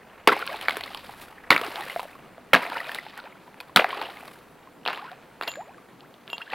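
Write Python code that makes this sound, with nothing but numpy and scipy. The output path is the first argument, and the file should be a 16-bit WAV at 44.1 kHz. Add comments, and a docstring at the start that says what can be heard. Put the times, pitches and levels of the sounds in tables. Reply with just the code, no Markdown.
"""At the edge of a marsh an axe breaks thin ice four times, then stirs the floating pieces.
Fracture is a dense burst of tiny blips; single cracks and knocks are filtered impulses with a brief ring.
Water and shards rain back as bubbly grains and filtered noise, bubbles glide upward and the steel head
clinks in its modes. A near-mono microphone hears it over distant outdoor hush and light wind, clipping
at full scale."""
import sys
import numpy as np
from scipy import signal
from scipy.fft import rfft, irfft
from scipy.io import wavfile
from scipy.ndimage import uniform_filter1d

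SR = 44100
rng = np.random.default_rng(int(sys.argv[2]) if len(sys.argv) > 2 else 0)


def master_out(mix):
    """Clip the mix to full scale and print it as 16-bit PCM to the path in sys.argv[1]."""
    frames = np.transpose(np.atleast_2d(mix))
    ceiling = np.clip(frames, -1, 1)
    pcm = np.round(ceiling * 32767).astype(np.int16)
    wavfile.write(sys.argv[1], SR, pcm)


N = 288414  # samples

# spectrum of treble spit, fizz and fine spray: (frequency [Hz], relative level [dB])
FIZZ_SPECTRUM = [(4000, 1), (6500, -10), (8000, -6.5), (11000, -3), (16000, -8)]
# spectrum of bright splintering, snaps and pattering drops: (frequency [Hz], relative level [dB])
SPLINTER_SPECTRUM = [(1200, -19.5), (2400, 7), (3400, 8.5), (4500, 5), (5200, -10), (6000, -23),
                     (8000, -54)]
# spectrum of dull knocks and gurgling water: (frequency [Hz], relative level [dB])
KNOCK_SPECTRUM = [(40, -78), (150, -26.5), (300, -10), (700, 2), (1600, 2.5), (2600, 0), (4000, -37.5)]


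def amp(db):
    """Level: 20 dB is a tenfold amplitude ratio."""
    return 10 ** (np.asarray(db) / 20)


def evened(x):
    """Normalization: scales the mean power, and so the rms, to 1."""
    return x / np.sqrt(np.mean(x ** 2) + 1e-20)


def smoothed(x, width):
    """Low-pass filtering: two moving averages leave a slow random drift of rms 1."""
    return evened(uniform_filter1d(uniform_filter1d(x, width), width))


def read(points, hz):
    """Spectral interpolation: a table is read along a log-frequency axis."""
    f, value = np.transpose(points)
    return np.interp(np.log(hz + 1), np.log(f + 1), value)


def add(mix, s, sound):
    """Superposition: adds a sound to the mix from s seconds on."""
    part = mix[round(s * SR):][:len(sound)]
    part += sound[:len(part)]


def colour(points):
    """Minimum-phase filtering: the Hilbert transform of log gain gives causal taps, here of peak 1."""
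    hz = abs(np.fft.fftfreq(4096, 1 / SR))
    log_gain = np.log(amp(read(points, hz)))
    response = np.exp(np.conj(signal.hilbert(log_gain)))
    taps = np.fft.ifft(response).real[:1024]
    return taps / abs(taps).max()


def through(x, points):
    """Linear filtering: colours x with a spectrum and scales it to rms 1."""
    return evened(signal.oaconvolve(x, colour(points))[:N])


def clicks(per_s, spread_db):
    """Random point process: independent clicks of either sign, a few of them large."""
    chance, size, sign = rng.random(N), rng.exponential(1, N), rng.choice([-1., 1.], N)
    return (chance < per_s / SR) * sign * amp(spread_db * np.minimum(size, 5))


def grains(per_s, cycles, glide, spread_db, body, count):
    """Granular superposition: short rising blips, fracturing ice when brief, small bubbles when longer."""
    out, train = np.zeros(N), clicks(per_s, spread_db)
    kind = rng.integers(0, count, N)  # which pitch each click sounds
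    for k, hz in enumerate(np.geomspace(250, 5800, count)):
        u = np.arange(int(3 * cycles * SR / hz)) * hz / SR  # time in cycles
        envelope = u / cycles * np.exp(-3.1 * u / cycles)
        blip = envelope * np.sin(2 * np.pi * u * (1 + glide * u / cycles))
        out += amp(read(body, hz)) * np.sqrt(hz) * signal.oaconvolve(train * (kind == k), blip)[:N]
    return evened(out)


def hush():
    """Partial coherence: distant wind and water as random spectra, faintly patchy, partly alike left and right."""
    # spectrum of the hush: (frequency [Hz], relative level [dB per Hz])
    hush_spectrum = [(60, -9.5), (130, 1), (250, 2.5), (800, -8.5), (1600, -24), (2500, -32.5),
                     (4000, -23.5), (6300, -26.5), (12000, -26.5), (16000, -27)]
    # left-right correlation: (frequency [Hz], likeness [1 = identical])
    likeness = [(60, 1), (240, 0.87), (950, 0.4), (3770, 0.82), (15000, 0.198)]
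    frames, hz = N // 256 + 5, np.fft.rfftfreq(1024, 1 / SR)
    a, b, c, d, patches = rng.standard_normal((frames, 513, 5)).T
    patches = evened(uniform_filter1d(uniform_filter1d(patches, 12, 0), 14, 1))
    same = np.clip(read(likeness, hz), -1, 1)[:, None]
    left, other = a + 1j * b, c + 1j * d
    right = same * left + np.sqrt(1 - same ** 2) * other
    gain = amp(read(hush_spectrum, hz)[:, None] + 1.5 * patches)
    noise = signal.istft(np.array([left, right]) * gain, nperseg=1024, noverlap=768)[1][:, :N]
    return amp(-54) * evened(noise)


def wind():
    """Flow noise: light wind rumbles on the microphone, partly shared and partly separate in each channel."""
    # strength of the shared rumble ahead of the band limit: (time [s], level [dB])
    wind_levels = [(0.0, -69), (1.2, -61), (1.42, -64), (3.3, -71.5), (3.37, -74), (3.88, -69.5),
                   (4.3, -68.5), (5.1, -74), (5.28, -70), (6.54, -79)]
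    # spectrum of the rumble: (frequency [Hz], relative level [dB])
    rumble_spectrum = [(20, -0.5), (50, -0.5), (90, 5.5), (200, -35.5)]
    shared, *separate = [through(rng.standard_normal(N), rumble_spectrum) for _ in range(3)]
    level = amp(np.interp(np.arange(N) / SR, *np.transpose(wind_levels)))
    return level * (shared + .45 * np.array(separate))


def splash_levels():
    """Power addition: slosh, patter and spray swell, sag while water rains back, then settle to the calm."""
    # the axe throws or stirs the water: (time [s], slosh level [dB], patter level [dB], spray level [dB],
    # slosh sag time [s], patter sag time [s], spray sag time [s]); levels before the swell and fade
    splash_events = [(0.29, -36.5, -44, -51, 0.53, .75, .95), (1.528, -35, -46.5, -46.5, 0.26, .42, 0.47),
                     (2.56, -34.5, -45.5, -51, 0.25, 0.51, .4),
                     (3.12, -49.5, -61.5, -65.5, 0.13, 0.14, 0.11), (3.55, -56, -64.5, -68, 0.14, .12, .12),
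                     (3.79, -35, -45, -54.5, .2, 0.27, .55), (4.848, -41, -46, -59, 0.027, 0.074, 0.11),
                     (5.4, -44.5, -49, -63, 0.019, 0.034, .06), (6.26, -52.5, -58, -64, .3, 0.24, 0.13),
                     (6.47, -49, -45, -66, .1, .1, .1)]
    # lapping of the calm water: (time [s], slosh level [dB])
    calm_levels = [(0, -51.5), (1.4, -51), (3.5, -55.5), (5.3, -55), (6.54, -56)]
    # shared shape of a splash: (slosh, patter, spray)
    swell_s = (0.025, 0.078, 0.032)  # rise time [s]
    sag_db_per_s = (11.5, 8.5, 3.5)  # fall while it lasts [dB/s]
    settle_db_per_s = (48.5, 77, 96)  # fall afterwards [dB/s]
    calm_patter_db, calm_spray_db = -70, -79
    t = np.arange(N) / SR
    calm_slosh_db = np.interp(t, *np.transpose(calm_levels))
    power = amp([calm_slosh_db, calm_patter_db + 0 * t, calm_spray_db + 0 * t]) ** 2
    for s, *row in splash_events:
        after = t[t >= s] - s
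        for k, (db, lasts) in enumerate(zip(row[:3], row[3:])):
            sag_db = sag_db_per_s[k] * np.minimum(after, lasts)
            settle_db = settle_db_per_s[k] * np.maximum(after - lasts, 0)
            swell = np.minimum(after / swell_s[k], 1)
            add(power[k], s, (amp(db - sag_db - settle_db) * swell) ** 2)
    return 10 * np.log10(power)


def churn():
    """Bubble and impact noise: slosh over a wet wash, patter of drops and shards, and a fine spray above."""
    # spectrum of the wet wash: (frequency [Hz], relative level [dB])
    murmur_spectrum = [(150, -29.5), (400, 1), (900, 0), (1800, -6), (3200, -15.5), (5000, -32),
                       (7000, -43)]
    slosh_db, patter_db, spray_db = splash_levels()
    clumps = smoothed(rng.standard_normal(N), 220)  # drops land in bunches

    # calm water only murmurs, stirred water breaks into grains
    stir = np.clip((slosh_db + 58.5) / 9, 0, 1)
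    small_bubbles = grains(1200, 8.03, 0.098, 3.87, KNOCK_SPECTRUM, count=24)
    gurgle = evened(small_bubbles + 0.72 * through(clicks(2500, 4.2), KNOCK_SPECTRUM))
    wash = through(rng.standard_normal(N), murmur_spectrum)
    slosh = stir * gurgle + np.sqrt(1 - .9 * stir ** 2) * wash

    # faint patter blurs into hiss
    falling = np.clip((patter_db + 68.5) / 9, 0, 1)
    drops = grains(4300, 4.4, 0.048, 4.3, SPLINTER_SPECTRUM, count=14)
    drops = evened(drops + 1.05 * through(clicks(2100, 4.0), SPLINTER_SPECTRUM))
    hiss = through(rng.standard_normal(N), SPLINTER_SPECTRUM)
    patter = falling * drops + (1 - falling) * hiss

    spray = .5 * through(clicks(1400, 4.5), FIZZ_SPECTRUM)
    spray += 0.63 * through(rng.standard_normal(N), FIZZ_SPECTRUM)
    return (amp(slosh_db + 2.36 * stir * clumps) * slosh
            + amp(patter_db) * evened(patter * amp(2.6 * clumps))
            + amp(spray_db) * evened(spray * amp(2.8 * clumps)))


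def bank(x):
    """Diffuse reverberation: decaying noise stands for scattered returns from the bank, reeds and trees."""
    t = np.arange(SR // 3) / SR
    tail = rng.standard_normal(len(t)) * amp(-60 * t / 0.24) * (t > .004)
    return signal.oaconvolve(x, tail / np.linalg.norm(tail))[:N]


def blows():
    """Brittle fracture: each blow sets off a burst of breaks and a low push into the water; shoves only crunch."""
    # axe blows: (time [s], strength [dB], splinter level against the crunch [dB], treble level against
    # the crunch [dB], thump level against the strength [dB], crunch t60 [s], thump t60 [s], thump peak [Hz])
    blow_events = [(0.273, 4, -1, -24, -19.5, 0.092, 0.19, 448),
                   (1.5041, 1.6, -7.5, -18.5, -23, 0.16, 0.17, 300),
                   (2.532, 0.27, -3.5, -19, -23.5, 0.12, 0.16, 205),
                   (3.76, 1.2, -4.5, -16, -24.5, 0.11, 0.13, 244.5)]
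    # shoves that crush loose ice: (time [s], crunch level before the rise and decay [dB],
    # treble level against it [dB], rise [s], t60 [s])
    shove_events = [(0.313, -17.5, -22, 0.0097, 0.076), (0.682, -25.5, -19, 0.0035, 0.089),
                    (1.203, -50, 8, 0.013, 0.13), (2.557, -20.5, -29, 0.0031, 0.084),
                    (2.94, -36.5, -7, 0.015, 0.081), (3.17, -41, -15, 0.0092, 0.092),
                    (3.788, -16.5, -29, 0.0053, 0.087), (4.0, -32, -29, 0.03, 0.06),
                    (4.862, -30.5, -37, 0.012, 0.44), (5.419, -31, -18, 0.011, 0.07),
                    (5.467, -25, -14, 0.013, 0.039), (6.515, -28.5, -28, 0.023, 0.11)]
    # spectrum of crunching ice: (frequency [Hz], relative level [dB])
    ice_spectrum = [(40, -87), (120, -40), (250, -17.5), (500, -4), (1200, 1), (2400, 0), (4500, -10.5),
                    (6000, -61), (8000, -23)]
    t = np.arange(SR // 2) / SR
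    crunch, splinters, fizz, thump = np.zeros((4, N))
    for blow, water in zip(blow_events, rng.standard_normal((4, len(t)))):
        s, db, splinter_db, fizz_db, thump_db, t60, thump_t60, hz = blow
        burst = amp(db - 11.5 - 60 * t / t60) * np.minimum(t / 0.001, 1)
        add(crunch, s, burst)
        add(splinters, s, amp(splinter_db - 60 * t / 0.289) * burst)  # the brightest breaks come first
        add(fizz, s, amp(fizz_db) * burst)
        # the hole the blade opens
        cavity = colour([(40, -70), (140, -14), (hz, 0), (2 * hz, -22), (4 * hz, -60)])
        push = evened(signal.oaconvolve(water, cavity)[:len(t)])
        push_level = amp(db + thump_db - 60 * t / thump_t60) * np.minimum(t / 0.0028, 1)
        add(thump, s, push_level * push)
    for s, db, fizz_db, rise, t60 in shove_events:
        burst = amp(db - 60 * np.maximum(t - rise, 0) / t60) * np.minimum(t / rise, 1) ** 2
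        add(crunch, s, burst)
        add(fizz, s, amp(fizz_db) * burst)
    crunch *= grains(4000, 3.08, 0.022, 3.03, ice_spectrum, count=20)
    fizz *= through(clicks(7000, 1.8), FIZZ_SPECTRUM)
    splinters *= grains(5000, 3, .02, 5, SPLINTER_SPECTRUM, count=16)
    return crunch + fizz + splinters + thump


def cracks():
    """Impulse response: a dull knock, bright snap, treble spit and brief ring of the piece or pocket of water."""
    # the loudest cracks, knocks of ice on ice and large drops, sounding about 1 ms after the time:
    # (time [s], strength [dB], initial ring frequency [Hz], then against the strength:
    # spit level before a 2.5 dB lift [dB], ring level [dB], snap level before a 2.5 dB lift [dB])
    crack_events = [(0.274, 1, 1145, -14.5, -6, -13), (0.292, -9, 1325, -32, 5, -24),
                    (0.326, -7, 1047, -25, -2, -34), (0.364, -20, 820, -16, 3.5, -19),
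                    (0.391, -19, 1310, -15, -12, -14), (0.424, -18.5, 1410, -40, 2.5, -26),
                    (0.464, -25, 860, -5, -15, -15), (0.475, -21, 1610, -32, -5, 2),
                    (0.528, -24, 1700, -13, -3, -18), (0.542, -26, 842, -33, 5, -21),
                    (0.611, -24.5, 3020, -6.5, 4.5, -2), (0.683, 2, 2300, -51, -8.5, -15.5),
                    (0.694, -7.5, 1150, -27, -13, -8), (0.707, -17.5, 2130, -17, 3, -0.5),
                    (0.768, -13.5, 417, -11.5, -9, -16), (0.808, -20, 2000, -15, -2.5, -3),
                    (0.836, -20.5, 4360, -25, 3, 1.5), (0.876, -28, 2050, -22, 2, -16),
                    (0.904, -31.5, 754, -25, 1, -15), (0.946, -21, 1160, -13.5, -7, 1),
                    (1.092, -29.5, 807, -31, 2.5, -11), (1.137, -27.5, 880, -27, -13, -15),
                    (1.504, 3.5, 2224, -27, 2, -11), (1.525, -3, 1920, -30, -1, -36),
                    (1.562, -2.5, 2230, -31, -1.5, -29), (1.577, -11.5, 1290, -27, -7, -7),
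                    (1.613, -11, 463, -17.5, -8.5, -13), (1.681, -24, 360, -24, -1, -11),
                    (1.863, -24, 510, -32, -5, -26), (1.757, -20, 2160, -30, -15, -1.5),
                    (1.807, -22, 800, -10, -5, -10), (1.897, -19.5, 2030, -20, 0.5, -10),
                    (1.96, -13.5, 680, -50, 0.5, -21), (1.994, -12, 1010, -30, -10, -14.5),
                    (2.029, -27.5, 744, -9.5, 1, -19), (2.052, -35.5, 600, -34, 7.5, -26),
                    (2.152, -33.5, 1084, -40, 2, -19), (2.379, -30.5, 648, -44, -0.5, -13),
                    (2.533, 2.5, 2100, -19, -1.5, -20), (2.542, 0.5, 1624, -27, 0, -24),
                    (2.549, 4, 1310, -40, -23, -33), (2.719, -18, 1410, -45, -4.5, -17),
                    (2.768, -18, 898, -24, -0.5, -19), (2.802, -27.5, 1900, -11, 11.5, -5),
                    (2.892, -17, 1740, -42, -1, -12.5), (2.916, -19.5, 1780, -18, -3, -6),
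                    (2.946, -18, 1201, -11, -25, -1.5), (2.985, -22.5, 1990, -17, 7, -18),
                    (3.064, -23.5, 859, -39, -5.5, -28), (3.175, -25, 1900, -12.5, -3.5, -26),
                    (3.189, -31.5, 1460, -31, 6, -22), (3.2, -31, 1360, -35, -1, -2),
                    (3.239, -31, 516, -32, -20, -7), (3.477, -36, 970, -35, -0.5, -41),
                    (3.542, -30, 890, -25, -11, -23), (3.602, -27.5, 2480, -8.5, 5.5, -2),
                    (3.608, -26.5, 970, -11, -6.5, -8), (3.694, -35.5, 1050, -34, -0.5, -26),
                    (3.76, -2, 1480, -9.5, -5, 2.5), (3.771, 2.5, 1290, -26, -8.5, -36),
                    (3.795, -3.5, 633, -42, -11, -31), (3.819, -16, 766, -38, -0.5, -30),
                    (3.843, -0.5, 745, -56, -7.5, -21), (3.905, -15, 3090, -40, -3.5, -12),
                    (3.928, -19.5, 1074, -31, 2.5, -8), (3.975, -24.5, 2450, -32, -1, -4.5),
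                    (4.014, -14.5, 870, -25, -2.5, -9), (4.087, -27, 804, -20, -0.5, -22),
                    (4.169, -30.5, 2100, -23, 1, -6), (4.228, -37, 750, -34, 5.5, -22),
                    (4.278, -31.5, 1090, -14, -2.5, -4), (4.672, -37.5, 1040, -26.5, 2, -22),
                    (4.852, -22.5, 3000, -22.5, -5, -3), (4.861, -11, 2750, -45, -8, -13),
                    (4.876, -9, 1620, -37, -16, -2.5), (4.884, -7, 1190, -50, -17, -16),
                    (4.974, -20.5, 1920, -40, -10, -15), (4.904, -14, 1110, -41, -13, -30),
                    (4.93, -15, 1030, -25, -10.5, -22), (5.115, -28, 745, -21, -7.5, -8),
                    (5.411, -10, 1320, -50, -20, -19), (5.423, -17.5, 2800, -28, -8, -10),
                    (5.516, -31, 2760, -14, -10, 3), (5.433, -19.5, 2180, -21, -7, -6),
                    (5.476, -16.5, 2700, -24, -10, -2), (5.505, -33, 3300, -18, 0, -2),
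                    (5.537, -31.5, 2280, -24, 2, -4), (5.555, -25.5, 1600, -22, -5, -10),
                    (5.743, -38, 1560, -32, 0, -24), (5.78, -36, 1160, -32, -1, -17),
                    (6.006, -42, 693, -40, -18, 6), (6.14, -42, 2900, -32, -5, 0.5),
                    (6.476, -36, 1690, -26, 5, -12), (6.5, -30, 3090, -33, 3, -22),
                    (6.277, -30, 3560, -32, -26, 1.5), (6.3, -33, 2780, -11, -14, 4),
                    (6.33, -17, 2650, -23, -15, -11), (6.38, -23, 816, -22, -15, 0),
                    (6.415, -23, 2520, -28, -4, -22), (6.52, -25, 2610, -29, -1, -13),
                    (6.533, -12.5, 890, -41, -8, -26)]
    out, t = np.zeros(N), np.arange(3000) / SR
    short = t[:600]
    colours = [colour(c) for c in (KNOCK_SPECTRUM, SPLINTER_SPECTRUM, FIZZ_SPECTRUM)]
    for crack, burst in zip(crack_events, rng.standard_normal((len(crack_events), 600))):
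        s, db, hz, spit_db, ring_db, snap_db = crack
        rough = np.sign(burst) * (.5 + .5 * abs(burst))
        sharp = rough * amp(-60 * short / 0.0022)  # a break is over in a moment
        spit = rough * amp(-60 * short / 0.017) * np.minimum(short / 0.00044, 1)
        levels_db = (-4, snap_db + 2.5, spit_db + 2.5)  # knock, snap, spit
        for drive, taps, part_db in zip((sharp, sharp, spit), colours, levels_db):
            part = np.convolve(drive, taps[:300])
            add(out, s + .001, amp(db + part_db) * part / abs(part).max())
        t60 = 0.029 * min(1200 / hz, 1)  # small pieces are damped sooner
        envelope = amp(-60 * t / t60) * np.minimum(t / 0.0014, 1)
        ring = np.sin(2 * np.pi * hz * t * (1 + 0.67 * t)) * envelope
        add(out, s + 0.000997, amp(db + ring_db) * ring)
    return out


def bubbles():
    """Cavity resonance: a bubble shrinks as it rises, so its tone glides up, wavering as the water shakes it."""
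    # bubbles that close as they rise, before the wavering:
    # (time [s], length [s], first frequency [Hz], last frequency [Hz], level [dB])
    bubble_events = [(1.621, 0.036, 610, 790, -33.5), (1.791, 0.041, 689, 990, -38),
                     (3.235, 0.052, 402, 1276, -45.5), (4.962, 0.053, 725, 1466, -39),
                     (5.021, 0.027, 780, 915, -38.5), (5.043, 0.041, 943, 1184, -40),
                     (5.116, .03, 710, 800, -42.5), (5.565, 0.072, 475, 1080, -33.5),
                     (5.662, 0.069, 424, 1270, -45.5), (6.018, 0.048, 600, 2360, -47.5),
                     (6.403, 0.024, 1170, 2040, -38), (6.495, 0.0155, 990, 2120, -48),
                     (5.071, 0.019, 1220, 1690, -39), (5.087, 0.017, 1190, 1900, -39),
                     (6.463, 0.017, 1320, 1800, -49), (6.505, 0.02, 1520, 2320, -37.5),
                     (5.129, 0.019, 890, 1410, -52)]
    out = np.zeros(N)
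    shake = smoothed(rng.standard_normal((2, N)), 180)
    for s, length, first_hz, last_hz, db in bubble_events:
        u = np.arange(int(length * SR)) / (length * SR)  # 0 to 1 over its life
        wobble, flutter = shake[:, int(s * SR):][:, :len(u)]
        hz = first_hz * (last_hz / first_hz) ** (u ** 0.9) * (1 + 0.01 * wobble)
        tone = np.sin(2 * np.pi * np.cumsum(hz) / SR)
        add(out, s, amp(db + 2.5 * flutter) * np.sin(np.pi * u ** 0.69) * tone)
    return out


def clinks():
    """Modal vibration: the axe head rings, fluttering as ice drags on it, until water smothers it."""
    # the steel head knocked by ice: (time [s], strength [dB], upper-mode level against it [dB],
    # time to damping by water, less 10 ms [s])
    clink_events = [(4.864, -27.5, -16, 0.045), (4.928, -34, -1, 0.014), (5.412, -40, 3, 0.1),
                    (5.478, -24.5, 4, .2), (6.299, -36.5, 0, 0.053), (6.33, -25.5, -9, 0.035),
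                    (6.417, -31.5, -26, 0.013)]
    # modes of the axe head: (frequency [Hz], level against the strength [dB], t60 [s])
    head_modes = [(932, -12.5, 0.12), (2770, 1, 0.1), (3240, -8, 0.092), (4300, -27, .06), (5050, -20, .04),
                  (7070, -19.5, 0.36), (7130, -27, 0.43), (11500, -8, 0.032), (12110, -6, 0.043)]
    out, drag = np.zeros(N), smoothed(rng.standard_normal(N), 150)
    for s, db, high_db, length in clink_events:
        end = length + .01
        t = np.arange(int(end * SR)) / SR
        shape = np.clip((end - t) / 0.014, 0, 1) * np.minimum(t / 0.0012, 1)
        upper = amp(high_db) * np.minimum(t / 0.017, 1)  # the upper modes swell as the ice lets go
        for hz, mode_db, t60 in head_modes:
            ring = amp(db + mode_db - 60 * t / t60) * np.sin(2 * np.pi * hz * t) * shape
            add(out, s, ring * upper if hz > 6000 else ring)
    return out * amp(0.82 * drag)


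def scene():
    """Superposition: the work at the ice in the middle, its returns, and the hush around it."""
    near = churn() + blows() + cracks() + bubbles() + clinks()
    return near + amp(-16) * bank(near) + hush()


def record(dry):
    """Transducer limits: unlike capsules, clipping at full scale, a bass cut, wind rumble and a band limit."""
    # treble that enters the two capsules with opposite sign: (frequency [Hz], gain [dB])
    capsule_difference = [(2500, -90), (5000, -61), (9000, -35), (16000, -39)]
    hz = np.fft.rfftfreq(N, 1 / SR)
    # 1j turns the phase by a quarter cycle
    unlike = irfft(1j * rfft(dry.mean(0)) * amp(read(capsule_difference, hz)), N)
    clipped = np.clip(dry + [[1], [-1]] * unlike, -1, 1)
    low_cut = signal.butter(5, 120, "high", fs=SR, output="sos")
    heard = signal.sosfilt(low_cut, clipped) + wind()
    band_limit = signal.firwin(511, 15950, window=("kaiser", 9), fs=SR)
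    return signal.oaconvolve(heard, band_limit[None], "same")


dry = scene()
out = record(dry)
master_out(out)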